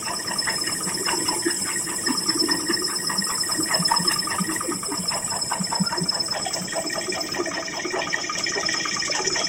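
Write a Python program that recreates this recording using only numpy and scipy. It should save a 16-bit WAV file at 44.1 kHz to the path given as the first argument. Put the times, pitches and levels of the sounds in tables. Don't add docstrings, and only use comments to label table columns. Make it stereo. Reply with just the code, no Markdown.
import sys
import numpy as np
from scipy import signal
from scipy.fft import rfft, irfft, next_fast_len
from scipy.io import wavfile
from scipy.ndimage import uniform_filter1d, map_coordinates

SR = 44100
rng = np.random.default_rng(int(sys.argv[2]) if len(sys.argv) > 2 else 0)


def generate_wav(sig):
    pcm = np.round(np.clip(np.atleast_2d(sig).T, -1, 1) * 32767).astype(np.int16)
    wavfile.write(sys.argv[1], SR, pcm)


N = 418068
TIME_S = np.arange(N) / SR
TURN_HZ = 8.945
CREST_S = 1 / 20

# t/s, level/dB, L-R/dB
SQUEAL = [(0.1, -26.5, -31), (0.39, -17, -2), (0.62, -16, -4), (0.73, -22.5, -11), (0.84, -24.5, -16),
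          (1.06, -18.5, -2), (1.18, -19, 2), (1.73, -23, 8), (1.92, -34, 0), (2.1, -16, 11),
          (2.41, -15.5, -4.5), (2.97, -21, 3), (3.08, -21.5, 3), (3.2, -16, 1), (3.63, -22.5, 5),
          (3.75, -15, -8), (3.97, -16, -5), (4.08, -14.5, -5), (4.2, -19, -4), (4.31, -25.5, -10),
          (4.72, -32, 8), (4.86, -24.5, 13), (4.98, -23.5, 10), (5.09, -18.5, 6), (5.2, -37, -7),
          (5.35, -14.5, 15), (5.54, -24, 1), (5.76, -18, -6), (5.98, -20, -3), (6.1, -15.5, 0),
          (6.43, -23, -6), (6.54, -23, -10), (6.77, -27, -11), (6.88, -22, 1), (6.99, -25.5, 2),
          (7.21, -22, 1), (7.44, -27, -8), (7.55, -24.5, -15), (7.7, -28.5, 0), (8, -30, 8),
          (8.33, -26.5, -10), (8.44, -19.5, -8), (8.55, -23.5, -10), (8.7, -15.5, -19), (8.89, -26.5, 1),
          (9, -22, -4), (9.11, -18, -4), (9.23, -21.5, -7), (9.45, -20.5, -2)]
# delay/s, level/dB re hard rub
LIGHT_RUBS = [(.034, -16.5), (.056, -7.5), (.08, -17)]
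# t/s, level/dB
CHIRP = [(0.04, -31), (0.49, -43), (1.16, -30.5), (1.72, -44), (2.16, -29), (3.2, -31.5), (4.1, -39.5),
         (4.96, -37), (5.97, -43), (7.3, -54), (7.6, -43), (9.32, -37)]
def squeals():
    out = np.zeros((2, N))
    times = turns(first_s=.0595)
    for s, scatter in zip(times, rng.standard_normal((len(times), 5))):
        pitch, stretch, light_pitch, light_db, chirp_db = scatter
        db, pan_db = curves(SQUEAL, s)
        start_s = s - CREST_S
        width_s = .007 * np.exp(.08 * stretch)
        hard = tone_burst(5234 + 12 * pitch, width_s, overtone_db=-32, spread_rad=.83, glide_per_s=.49)
        add(out, start_s, amp(db) * sides(pan_db) * rough(hard, swing_db=.7))
        for delay_s, rub_db in LIGHT_RUBS:
            light = tone_burst(5230 + 26 * light_pitch, width_s=.0056, overtone_db=-28, spread_rad=1)
            add(out, start_s + delay_s, amp(db + rub_db + light_db) * sides(pan_db) * light)
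        chirp = tone_burst(5722 + 15 * pitch, width_s=.0057, overtone_db=-52, spread_rad=.98)
        add(out, start_s - .02, amp(curve(CHIRP, s) + 1.5 + chirp_db) * sides(pan_db=37) * chirp)
    return out


# t/s, level/dB, L-R/dB
LOW_BLOWS = [(0.02, -21, 31), (1.25, -24.5, 0), (1.36, -25, -1), (1.48, -31, 10), (1.7, -27.5, 19),
             (2.03, -26.5, 0), (2.15, -20.5, 19), (4.4, -16.5, 6.5), (4.94, -22, 0), (5.5, -34, -3),
             (5.61, -28.5, -5), (9.41, -17.5, -9)]
# f/Hz, width/Hz, level/dB
LOW_RING = [(1213, 68, 9.5), (1610, 200, -24.5)]
BRACKET_RING = [(2280, 29, -5), (3320, 260, -39), (1640, 480, -12)]
NEAR_LEAD_S = .0026
def low_knocks():
    blows, t = np.zeros((2, N)), np.arange(SR // 10) / SR
    blow = (1 - np.exp(-(t / .007) ** 2)) * np.exp(-t / .0054)
    for s in turns(first_s=.022):
        db, pan_db = curves(LOW_BLOWS, s)
        hit = amp(db + 2.5 * rng.standard_normal()) * sides(pan_db) * blow
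        arrival_s = s - NEAR_LEAD_S * nearness(s)
        add(blows, arrival_s, hit)
        add(blows, arrival_s + .017, .1 * hit)
    bracket = amp(-14.5 + 17.5 * nearness()) * even(ringing(BRACKET_RING, apart=.75))
    part = amp(6.5 + 3.4 * nearness()) * even(ringing(LOW_RING, apart=.68))
    return blows * (part + bracket)


# t/s, level/dB, L-R/dB
HIGH_BLOWS = [(0.08, -25, 9), (1.98, -28.5, -2), (2.09, -25, -18), (2.2, -38, -14), (2.65, -23.5, 16),
              (4.66, -28, 2), (4.89, -64, -2), (5.11, -33, 14), (6.23, -37, -27), (6.34, -27, -19),
              (6.68, -27.5, -15), (6.92, -26, -10), (7.13, -21.5, -3), (7.24, -33, -2), (7.35, -23, -10),
              (7.8, -22.5, -7), (8.13, -18.5, -6), (8.24, -23, -10), (8.6, -17, -5), (9.36, -27, -10)]
# f/Hz, level/dB, t60/s
HIGH_MODES = [(1873, 1, 0.044), (3774, -23.5, 0.043)]
# delay/s, level/dB
CHATTER = [(0, 0), (0.009, 0.5), (0.024, -7.5)]
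# t/s, level/dB, L-R/dB
CLINKS = [(6.727, -23.5, -22), (6.932, -20.5, -30), (7.687, -52, 20), (8.539, -21.5, -21), (8.743, -21, -4),
          (8.942, -24.5, -4)]
def high_knocks():
    out = np.zeros((2, N))
    for s in turns(first_s=.081):
        db, pan_db = curves(HIGH_BLOWS, s)
        near = nearness(s)
        for delay_s, hit_db in CHATTER:
            ring = rough(struck(HIGH_MODES, attack_s=.0045, spread_rad=.8, detune=.012))
            arrival_s = s + delay_s * (1 + .16 * rng.standard_normal()) - NEAR_LEAD_S * near
            add(out, arrival_s, amp(db + hit_db + 5 + .5 * near) * sides(pan_db) * ring)
    for s, db, pan_db in CLINKS:
        clink = tone_burst(HIGH_MODES[0][0], width_s=.004, overtone_db=-28, spread_rad=.6)
        add(out, s - CREST_S, amp(db) * sides(pan_db) * clink)
    return out


# f/Hz, level/dB, t60/s
BRACKET_MODES = [(2333, -0.5, 0.036), (3660, -35, 0.017)]
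def ticks(blows, first_s, gain_db):
    out = np.zeros((2, N))
    for s in turns(first_s):
        db, pan_db = curves(blows, s)
        tick = struck(BRACKET_MODES, attack_s=.002, spread_rad=.6, detune=.008)
        add(out, s, amp(db + gain_db - 33 * (1 - nearness(s))) * sides(pan_db) * tick)
    return out


def metal(lag_s=.0001):
    delay_s = np.array([[.5], [-.5]]) * lag_s
    knocks = filtered(low_knocks() + high_knocks(), lambda hz: np.exp(-2j * np.pi * hz * delay_s))
    low_ticks = ticks(LOW_BLOWS, first_s=.0236, gain_db=-2)
    high_ticks = ticks(HIGH_BLOWS, first_s=.079, gain_db=5.5)
    return knocks + low_ticks + high_ticks


# t/s, slap/dB, drag/dB, edge/dB
STROKES = [(0.074, -17, -27, -21), (0.276, -31, -29, -23), (0.478, -17, -31, -15), (0.68, -33.0, -34, -21),
           (0.881, -23.5, -36, -20), (1.083, -17.5, -27, -15), (1.285, -29, -28.5, -18.5),
           (1.487, -26.5, -48, -20), (1.689, -21.5, -45, -16), (1.891, -23.5, -35, -24.5),
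           (2.092, -18.5, -39, -18.5), (2.294, -21, -42, -23.5), (2.496, -20, -32, -20.5),
           (2.698, -25, -36.5, -22.5), (2.9, -23, -38, -23.5), (3.102, -21, -31.5, -24.0),
           (3.304, -18.5, -43, -21.5), (3.505, -19, -35, -22), (3.707, -18.5, -24, -16.5),
           (3.909, -18, -29, -17.5), (4.111, -20.5, -46, -18.5), (4.313, -21.5, -29, -21),
           (4.515, -22.5, -34.5, -25), (4.717, -26, -50, -33), (4.918, -21, -35.5, -31),
           (5.12, -19, -26.5, -23), (5.322, -20, -28, -24.5), (5.524, -14, -32, -22.5),
           (5.726, -16, -29.5, -21), (5.928, -15.5, -35, -22.5), (6.13, -21.5, -31.5, -26.5),
           (6.331, -22.5, -25, -24), (6.533, -40, -29, -25), (6.735, -40.0, -24, -27),
           (6.937, -45, -27.5, -27), (7.139, -52.0, -28.5, -35), (7.341, -40.0, -28, -24),
           (7.542, -26, -29.5, -23), (7.744, -26, -29, -18.5), (7.946, -20.5, -21.5, -24),
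           (8.148, -28, -31.5, -43), (8.35, -33, -33.5, -32), (8.552, -32, -26.5, -28.5),
           (8.754, -28, -34, -31), (8.955, -28.5, -44, -41), (9.157, -20.5, -31.5, -18.5),
           (9.359, -22, -23.5, -26)]
# t/s, body L-R/dB, crisp L-R/dB
PAPER_PAN = [(0, -13, 5), (.6, 7.5, -3), (2.3, -1.5, -7.5), (3.2, 12, -0.5), (3.9, -6, 0), (4.6, 14, 2.5),
             (5, -1.5, 2), (5.9, -2.5, -9), (6.35, 11, 15), (7, -5, 3), (7.5, 5, 7), (9.1, -6, 7.5)]
# f/Hz, width/Hz, level/dB
STACK_SLAP = [(288, 63, -24), (667, 25, -1), (1004, 48, 1.5), (1182, 155, 22), (1740, 77, -9),
              (1040, 2200, -14)]
NEAR_SLAP = [(689, 67, -1), (921, 120, 5.5), (1170, 140, -1), (1542, 85, -3), (1100, 900, -22)]
STACK_DRAG = [(725, 46, -32), (867, 67, 0.5), (992, 60, 8.5), (1120, 30, 2), (1750, 71, 0), (2820, 200, -6),
              (1100, 2000, -28)]
NEAR_DRAG = [(416, 66, -0.5), (528, 120, 4), (660, 116, 16.5), (815, 43, 12.5), (1310, 46, -7),
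             (3300, 19, -11), (1300, 5300, -25)]
# f/Hz, density/dB
EDGE_SPECTRUM = [(900, -13.5), (1400, -10), (1700, 4.5), (1860, 9.5), (2100, -2), (2340, -10), (2600, -5.5),
                 (2900, -3), (3120, -30), (3350, -12), (4200, -26.5), (7000, -26), (12000, -46)]
def folds():
    slap, drag, edge = np.zeros((3, N))
    lead_s = .1
    t = np.arange(SR // 3) / SR - lead_s
    blow = lambda decay_s: np.exp(-np.maximum(t, 0) / decay_s) / (1 + np.exp(-t / .0073))
    for s, slap_db, drag_db, edge_db in STROKES:
        near = nearness(s)
        draw = amp(-40.5 - .5 * near) * swell(t + .068, width_s=.024)
        slide = amp(drag_db) * swell(t - .043 + .0023 * near, width_s=.018)
        add(slap, s - lead_s, amp(slap_db) * blow(decay_s=.007))
        add(drag, s - lead_s, draw + slide)
        add(edge, s - lead_s, amp(edge_db) * (blow(decay_s=.018) + .16 * swell(t + .022, width_s=.0089)))
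    at_stack, at_rollers = np.sqrt(1 - nearness()), np.sqrt(nearness())
    drag_ring = at_stack * ringing(STACK_DRAG, apart=1, grain_db=4.5)
    drag_ring += at_rollers * ringing(NEAR_DRAG, apart=.74, grain_db=11)
    slap_ring = at_stack * ringing(STACK_SLAP, apart=1) + at_rollers * ringing(NEAR_SLAP, apart=1)
    body_pan_db, crisp_pan_db = curves(PAPER_PAN)
    body = sides(body_pan_db) * (slap * even(slap_ring) + drag * even(drag_ring))
    crisp = sides(crisp_pan_db) * edge * noise(EDGE_SPECTRUM, alike=.015, grain_db=2, patchy_db=10.5)
    flutter = unit(amp(2.2 * wobble(130)))
    return flutter * (body + crisp)


# f/Hz, level/dB, t60/s
TABLE_MODES = [(923, -0.5, 0.044), (840, -5, 0.028), (651, -21, 0.2), (1360, -10, 0.12)]
SHEET_MODES = [(915, 0, 0.26), (982, 0, 0.3), (1620, -10, 0.18), (1885, -7, 0.24)]
def feed_table():
    out = np.zeros((2, N))
    for s, slap_db, drag_db, _ in STROKES:
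        near = nearness(s)
        pan_db, _ = curves(PAPER_PAN, s)
        table = struck(TABLE_MODES, attack_s=.017, spread_rad=.75, detune=.035)
        sheets = rough(struck(SHEET_MODES, attack_s=.006, spread_rad=.7, detune=.012))
        ring = amp(drag_db + 1 + 6.5 * near) * table + amp(slap_db - 14 + 1.5 * near) * sheets
        add(out, s, sides(pan_db) * ring)
    return out


# t/s, level/dB, f/Hz, length/s
HOLLOW_NOTES = [(1.135, -24, 920, 0.017), (1.301, -28, 985, 0.022), (1.335, -27.5, 865, 0.015),
                (3.922, -21.5, 930, 0.016), (3.94, -23, 1156, 0.0076), (3.96, -24.5, 972, 0.012),
                (4.083, -26, 1140, 0.01), (5.743, -25.5, 945, 0.022), (5.871, -34, 1393, 0.04),
                (6.063, -38, 1407, 0.016), (6.47, -26.5, 740, 0.0096), (6.576, -41, 642, 0.03),
                (6.776, -28.5, 660, 0.027), (6.984, -26.5, 634, 0.014), (7.203, -31, 673, 0.019),
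                (7.481, -28.5, 640, 0.017), (8.657, -30, 630, 0.014), (8.99, -31, 820, 0.012),
                (9.102, -29, 583, 0.011), (9.195, -28, 847, 0.025)]
def hollow_notes():
    out = np.zeros((2, N))
    for s, db, hz, length_s in HOLLOW_NOTES:
        note = tone_burst(hz, width_s=length_s / 2, overtone_db=-20, spread_rad=.77)
        add(out, s - CREST_S, amp(db) * rough(note))
    return out


# t/s, level/dB, f/Hz, L-R/dB
THUDS = [(1.012, -18.5, 374, -8), (1.148, -17.5, 347, -14), (1.183, -19, 337, -10), (1.29, -26, 314, -10),
         (1.314, -23, 340, -18), (1.373, -20.5, 358, -10), (1.474, -11, 334, -3.5), (2.082, -19, 340, -11),
         (2.105, -12.5, 259, -6), (2.3, -14, 318, -25), (2.423, -19, 328, -20), (2.445, -12, 328, -12),
         (2.519, -19, 302, -8), (2.702, -14, 320, -5), (2.714, -21, 225, -3), (2.785, -21.5, 337, -10),
         (2.826, -22.5, 364, -13), (3.598, -17, 313, -3), (4.066, -18, 344, -20), (4.492, -14, 321, -16),
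         (4.654, -26, 510, 0), (4.695, -14.5, 337, -2), (4.735, -21, 311, -1), (4.899, -23.5, 393, -14),
         (4.926, -19, 286, -11), (5.983, -18.5, 349, -10), (6.865, -18.5, 320, -18), (7.093, -16, 365, -15),
         (7.405, -13, 348, -21), (7.859, -14.5, 337, -32), (7.946, -16, 371, -3), (8.572, -17, 408, -28),
         (9.21, -20.5, 376, -18), (9.275, -18, 389, -28), (9.323, -17, 371, -21)]
def cover_thuds():
    out = np.zeros((2, N))
    for s, db, hz, pan_db in THUDS:
        boom = tone_burst(hz, width_s=.0085, overtone_db=-28, spread_rad=.5, glide_per_s=-1.5)
        add(out, s - CREST_S, amp(db - 7) * sides(pan_db) * rough(boom, swing_db=3))
        tail = struck([(hz, 0, .24)], attack_s=.004, spread_rad=.4, detune=.045)
        add(out, s + .00794, amp(db - 12.5) * sides(pan_db) * rough(tail))
    return out


# t/s, level/dB, L-R/dB
HEAVY_THUMPS = [(0.877, -26.5, 15), (3.197, -25, 12), (3.806, -23, -1), (4.009, -22.5, 0), (4.412, -21, 3),
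                (5.002, -26, 12), (5.612, -22, -6), (5.815, -16.5, 1), (6.026, -20.5, -4), (6.615, -29, 9)]
# f/Hz, level/dB, t60/s
FRAME_MODES = [(184.5, 2, 0.15), (220, 1, 0.092)]
def frame_thumps(delay_s=.093):
    out = np.zeros((2, N))
    soft_thumps = [(s + delay_s, -46.5 - 8.5 * nearness(s), 0) for s, *_ in STROKES]
    for s, db, pan_db in HEAVY_THUMPS + soft_thumps:
        hz = 183.5 + 4 * rng.standard_normal()
        boom = tone_burst(hz, width_s=.0092, overtone_db=-39, spread_rad=.15, glide_per_s=-2)
        tail = struck(FRAME_MODES, attack_s=.0044, spread_rad=.2, detune=.065)
        add(out, s - CREST_S, amp(db) * sides(pan_db) * boom)
        add(out, s, amp(db - 4.5) * sides(pan_db) * tail)
    return out


# t/s, level/dB, length/s
SCRAPES = [(6.373, -37, 0.039), (6.471, -33, 0.032), (6.71, -38, 0.04), (7.04, -39, 0.049),
           (7.154, -43, 0.023), (7.793, -36, 0.041), (8.037, -35, 0.037), (8.184, -38.5, 0.08),
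           (8.382, -33.5, 0.015), (8.722, -35.5, 0.069), (8.83, -34, 0.047), (8.913, -37, 0.053),
           (9.152, -29, 0.023), (9.402, -31.5, 0.046)]
# f/Hz, width/Hz, level/dB
SCRAPE_RING = [(3040, 740, 4), (3270, 60, 13.5)]
def scrapes():
    contact = sum(amp(db) * swell(TIME_S - s, length_s / 2) for s, db, length_s in SCRAPES)
    return contact * ringing(SCRAPE_RING, apart=1, grain_db=-1.5)


# t/s, level/dB, decay/s, L-R/dB
SPITS = [(4.114, -28, 0.018, 23), (4.535, -32, 0.026, 23), (6.131, -41, 0.012, 10),
         (6.529, -24.5, 0.049, 18), (6.927, -27, 0.02, 8), (6.955, -42, 0.016, -3), (7.125, -29, 0.02, 7),
         (7.335, -33, .012, 10), (7.737, -39, 0.0095, 6.5), (8.13, -35, 0.016, 8), (8.379, -22, 0.03, 10),
         (8.725, -21, .016, 11), (8.945, -25, 0.014, 3), (9.05, -22, 0.026, 5), (9.148, -23, 0.029, 7)]
# f/Hz, density/dB
SPIT_SPECTRUM = [(1000, -19), (3000, 13), (4300, 3.5), (5500, 27), (7000, 21), (8000, 26), (9000, -41),
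                 (15000, -45)]
SPIT_TOP_SPECTRUM = [(6000, -22), (8000, 7), (10500, -10), (14000, -6), (15700, -14)]
def spits(attack_s=.0025):
    envelope, t = np.zeros((2, N)), np.arange(SR // 5) / SR
    for s, db, decay_s, pan_db in SPITS:
        add(envelope, s, amp(db) * sides(pan_db) * (1 - np.exp(-t / attack_s)) * np.exp(-t / decay_s))
    top = amp(14) * (1 - nearness()) * noise(SPIT_TOP_SPECTRUM, alike=.15)
    return envelope * (noise(SPIT_SPECTRUM, alike=.15, grain_db=-2.5) + top)


# t/s, hiss/dB, whistle/dB
JET_LEVELS = [(0, -34, -33.5), (.8, -29, -31), (1.6, -28, -27), (2.8, -29, -34.5), (3.6, -27.5, -29),
              (4.5, -29.5, -37), (5.4, -33, -28.5), (6.1, -40.5, -33), (7.05, -50.5, -31.5),
              (7.35, -55, -42), (8.1, -112, -47), (9.48, -71, -41)]
# f/Hz, density/dB
JET_SPECTRUM = [(5000, -63), (6700, -62), (7500, 8), (8600, 7), (9500, 1.5), (10500, 5), (11500, -7),
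                (13000, -10.5), (15700, -12)]
WHISTLE_SPECTRUM = [(6500, -71), (7000, 11), (7220, -4), (7423, 17.5), (7540, -45), (7660, 7), (7790, 16),
                    (7960, 18), (8200, 13), (8600, -15), (10000, -52)]
def air_jet():
    hiss_db, whistle_db = curves(JET_LEVELS)
    flow = wobble(28)
    hiss = amp(hiss_db + flow) * noise(JET_SPECTRUM, alike=.092, patchy_db=5)
    whistle_db += .38 * flow + 1.8 * wobble(60)
    whistle = amp(whistle_db) * noise(WHISTLE_SPECTRUM, alike=.05, patchy_db=5.5)
    return sides(pan_db=35) * hiss + sides(pan_db=26.5) * whistle


# t/s, level/dB
ROLLER_AIR_LEVEL = [(0, -44), (.8, -44), (1.6, -41), (2.8, -55), (3.9, -45), (5.1, -54), (6, -44),
                    (7.2, -36), (8, -35.5), (8.8, -30), (9.48, -27.5)]
# f/Hz, density/dB
ROLLER_AIR_SPECTRUM = [(3000, -45), (4400, -64), (5000, 16), (5400, 26), (5750, 26.5), (6200, 25),
                       (6700, 20), (7100, 23), (8200, -69), (9500, -112), (13000, -107), (14500, -15),
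                       (15800, -50)]
def roller_air(puff_db=5, sharpness=12):
    puff = np.exp(sharpness * (turn_wave(crest_s=-.001) - 1))
    db = curve(ROLLER_AIR_LEVEL) + puff_db * puff + 1.2 * wobble(45)
    hiss = noise(ROLLER_AIR_SPECTRUM, alike=.036, grain_db=2.1, patchy_db=5)
    return amp(db) * sides(pan_db=12.5) * hiss


# f/Hz, width/Hz, level/dB
ROLLER_RING = [(5260, 100, 8.5), (5720, 50, 4)]
def roller_ring():
    db = curve(CHIRP) - 3.5 + 3.3 * wobble(55)
    return amp(db) * sides(pan_db=10) * ringing(ROLLER_RING, apart=5.8)


# t/s, level/dB
RUSTLE_LEVEL = [(0, -49), (1.9, -44), (3.1, -53.5), (4.4, -46), (6.1, -52.5), (7.3, -38.5), (8.2, -38.5),
                (9.48, -33.5)]
# f/Hz, density/dB
RUSTLE_SPECTRUM = [(600, 0), (1200, -18), (1500, 10), (1870, -31), (2100, 19), (2400, 20), (2620, 1),
                   (2900, 13.5), (3300, 12.5), (3800, 4.5), (4200, -8.5), (4500, 3.5), (6000, -17.5)]
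def web_rustle():
    paper = noise(RUSTLE_SPECTRUM, alike=.1, grain_db=1, patchy_db=6.5)
    db = curve(RUSTLE_LEVEL) + 2 * turn_wave(crest_s=.002) + 3.5 * wobble(50)
    _, pan_db = curves(PAPER_PAN)
    return amp(db) * sides(pan_db) * paper


# t/s, level/dB
COVER_LEVEL = [(0, -45), (.6, -42.5), (1.15, -35), (1.7, -43), (2.08, -37), (2.22, -44.5), (2.35, -30),
               (2.8, -35), (3.3, -45), (4.2, -39), (4.6, -38), (4.8, -53), (6.5, -44), (7.3, -37),
               (8.2, -39.5), (9.3, -41)]
# f/Hz, width/Hz, level/dB
COVER_RING = [(337, 58, 1.5), (297, 35, -6), (422, 37, -16)]
def cover_boom():
    db = curve(COVER_LEVEL) + 3.5 * np.minimum(wobble(30), 1)
    return amp(db) * sides(pan_db=-9.5) * ringing(COVER_RING, apart=.11)


# t/s, level/dB
DRONE_LEVEL = [(0, -39.5), (3, -39.5), (5.8, -39.5), (7.3, -42), (8.6, -43), (9.48, -39.5)]
# f/Hz, density/dB
DRONE_SPECTRUM = [(20, -11), (45, -12.5), (100, -1), (150, 1.5), (183, 9), (235, -0.5), (345, -5),
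                  (470, -2), (650, -11.5), (790, -14), (980, -28), (1500, -14), (2500, -32), (4000, -77)]
def drive_drone():
    return noise(DRONE_SPECTRUM, alike=.92, patchy_db=3.5) * amp(curve(DRONE_LEVEL) + wobble(25))


# t/s, level/dB
TREBLE_HISS_LEVEL = [(0, -45), (.8, -50), (1.2, -47), (4.2, -47), (5.5, -51), (6.7, -44), (7.3, -49),
                     (8, -59), (9.48, -64)]
# f/Hz, density/dB
TREBLE_HISS_SPECTRUM = [(9000, -44), (10300, -42), (11200, -52), (13000, 9), (14500, 26), (15700, 21)]
def treble_hiss():
    db = curve(TREBLE_HISS_LEVEL) + 4 * wobble(27)
    return amp(db) * sides(pan_db=7) * noise(TREBLE_HISS_SPECTRUM, alike=.1, patchy_db=6)


# f/Hz, t60/s
HALL_T60 = [(150, 0.99), (1500, 0.3), (5000, 0.33), (12000, 0.1)]
def hall(x):
    hz, t, bands = signal.stft(rng.standard_normal((2, SR // 3)), SR, nperseg=256)
    tail = signal.istft(bands * amp(-60 * t / along(HALL_T60, hz)[:, None]), SR, nperseg=256)[1]
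    response = np.pad(tail, ((0, 0), (SR // 150, 0))) / np.linalg.norm(tail[0])
    return signal.fftconvolve(x, response, axes=1)[:, :N]


# t/s, nearness/0-1
MIC_PATH = [(0, 0.62), (2.5, 0.1), (4.6, 0.54), (5.6, 1), (6.5, 0.95), (7.5, 0.94), (9.48, 1)]
def nearness(at_s=TIME_S):
    return curve(MIC_PATH, at_s)


def turns(first_s):
    return np.arange(first_s, N / SR, 1 / TURN_HZ)


def turn_wave(crest_s):
    return np.cos(2 * np.pi * TURN_HZ * (TIME_S - crest_s))


def tone_burst(hz, width_s, overtone_db, spread_rad, glide_per_s=0):
    t = np.arange(SR // 10) / SR - CREST_S
    cycles = hz * (t + glide_per_s * t * t / 2) + rng.random()
    phase = 2 * np.pi * cycles + spread_rad * rng.standard_normal((2, 1))
    return np.sqrt(2) * swell(t, width_s) * (np.sin(phase) + amp(overtone_db) * np.sin(2 * phase))


def struck(modes, attack_s, spread_rad, detune):
    t = np.arange(SR // 4) / SR
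    ring = np.zeros((2, len(t)))
    for hz, db, t60_s in modes:
        pitch_hz = hz * (1 + detune * rng.standard_normal())
        phase = 2 * np.pi * (pitch_hz * t + rng.random()) + spread_rad * rng.standard_normal((2, 1))
        ring += amp(db + 2 * rng.standard_normal() - 60 * t / t60_s) * np.sin(phase)
    return ring * (1 - np.exp(-t / attack_s))


def rough(tone, swing_db=4, catch_hz=193, slip_cycles=.053):
    at = np.arange(tone.shape[-1]) * catch_hz / SR
    level, slip = (map_coordinates(knots, [at], mode="mirror") for knots in rng.standard_normal((2, 64)))
    return np.real(signal.hilbert(tone) * amp(swing_db * level) * np.exp(2j * np.pi * slip_cycles * slip))


def ringing(modes, apart, grain_db=0):
    contact = rng.standard_normal(N) + apart * rng.standard_normal((2, N))
    contact *= amp(grain_db * wobble(900))
    peaks = lambda f: sum(amp(db) / (1 + ((f - hz) / width) ** 2) ** 1.8 for hz, width, db in modes)
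    return unit(filtered(contact, peaks))


def even(ring):
    power = uniform_filter1d(np.mean(ring ** 2, axis=0), size=SR // 250)
    return ring / np.sqrt(np.abs(power) + .05)


def noise(spectrum, alike, grain_db=0, patchy_db=0):
    mid, side = rng.standard_normal((2, N)) * amp(grain_db * wobble(900))
    angle = np.arccos(alike) / 2
    pair = np.cos(angle) * mid + np.sin(angle) * np.array([side, -side])
    return unit(filtered(patchy(pair, patchy_db), lambda hz: amp(along(spectrum, hz))))


def patchy(x, depth_db):
    bands = signal.stft(x, nperseg=512)[2]
    field = uniform_filter1d(rng.standard_normal(bands.shape[1:]), size=3, axis=0)
    field = unit(uniform_filter1d(field, size=4, axis=1))
    return signal.istft(bands * amp(depth_db * np.minimum(field, 1.5)), nperseg=512)[1][:, :N]


def filtered(x, response):
    size = next_fast_len(N + 8192)
    return irfft(rfft(x, size) * response(np.fft.rfftfreq(size, 1 / SR)), size)[..., :N]


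def wobble(rate_hz):
    knots = rng.standard_normal(int(N * rate_hz / SR) + 4)
    return map_coordinates(knots, [np.arange(N) * rate_hz / SR])


def swell(t, width_s):
    return np.exp(-.5 * (t / width_s) ** 2)


def curves(rows, at_s=TIME_S):
    s, *columns = np.transpose(rows)
    return [np.interp(at_s, s, column) for column in columns]


def curve(rows, at_s=TIME_S):
    return curves(rows, at_s)[0]


def along(points, hz):
    f, values = np.transpose(points)
    return np.interp(np.log(hz + 1), np.log(f + 1), values)


def sides(pan_db):
    gains = amp(np.array([pan_db, -pan_db]).reshape(2, -1) / 2)
    return gains / np.sqrt(np.mean(gains ** 2, axis=0))


def amp(db):
    return 10 ** (np.asarray(db) / 20)


def unit(x):
    return x / np.sqrt(np.mean(x ** 2) + 1e-20)


def add(track, start_s, sound):
    start = round(start_s * SR)
    first, end = max(start, 0), min(start + sound.shape[-1], N)
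    if end > first:
        track[..., first:end] += sound[..., first - start:end - start]


def scene():
    parts = metal() + folds() + feed_table() + hollow_notes() + scrapes()
    whine = squeals()
    reverb = hall(amp(-9.5) * parts + amp(-12.5) * whine)
    resonances = frame_thumps() + cover_thuds() + roller_ring()
    hiss = air_jet() + roller_air() + treble_hiss() + spits()
    running = drive_drone() + cover_boom() + web_rustle()
    return parts + whine + reverb + resonances + hiss + running


def record(dry):
    return filtered(dry, lambda hz: hz < 15830)


dry = scene()
out = record(dry)
generate_wav(out)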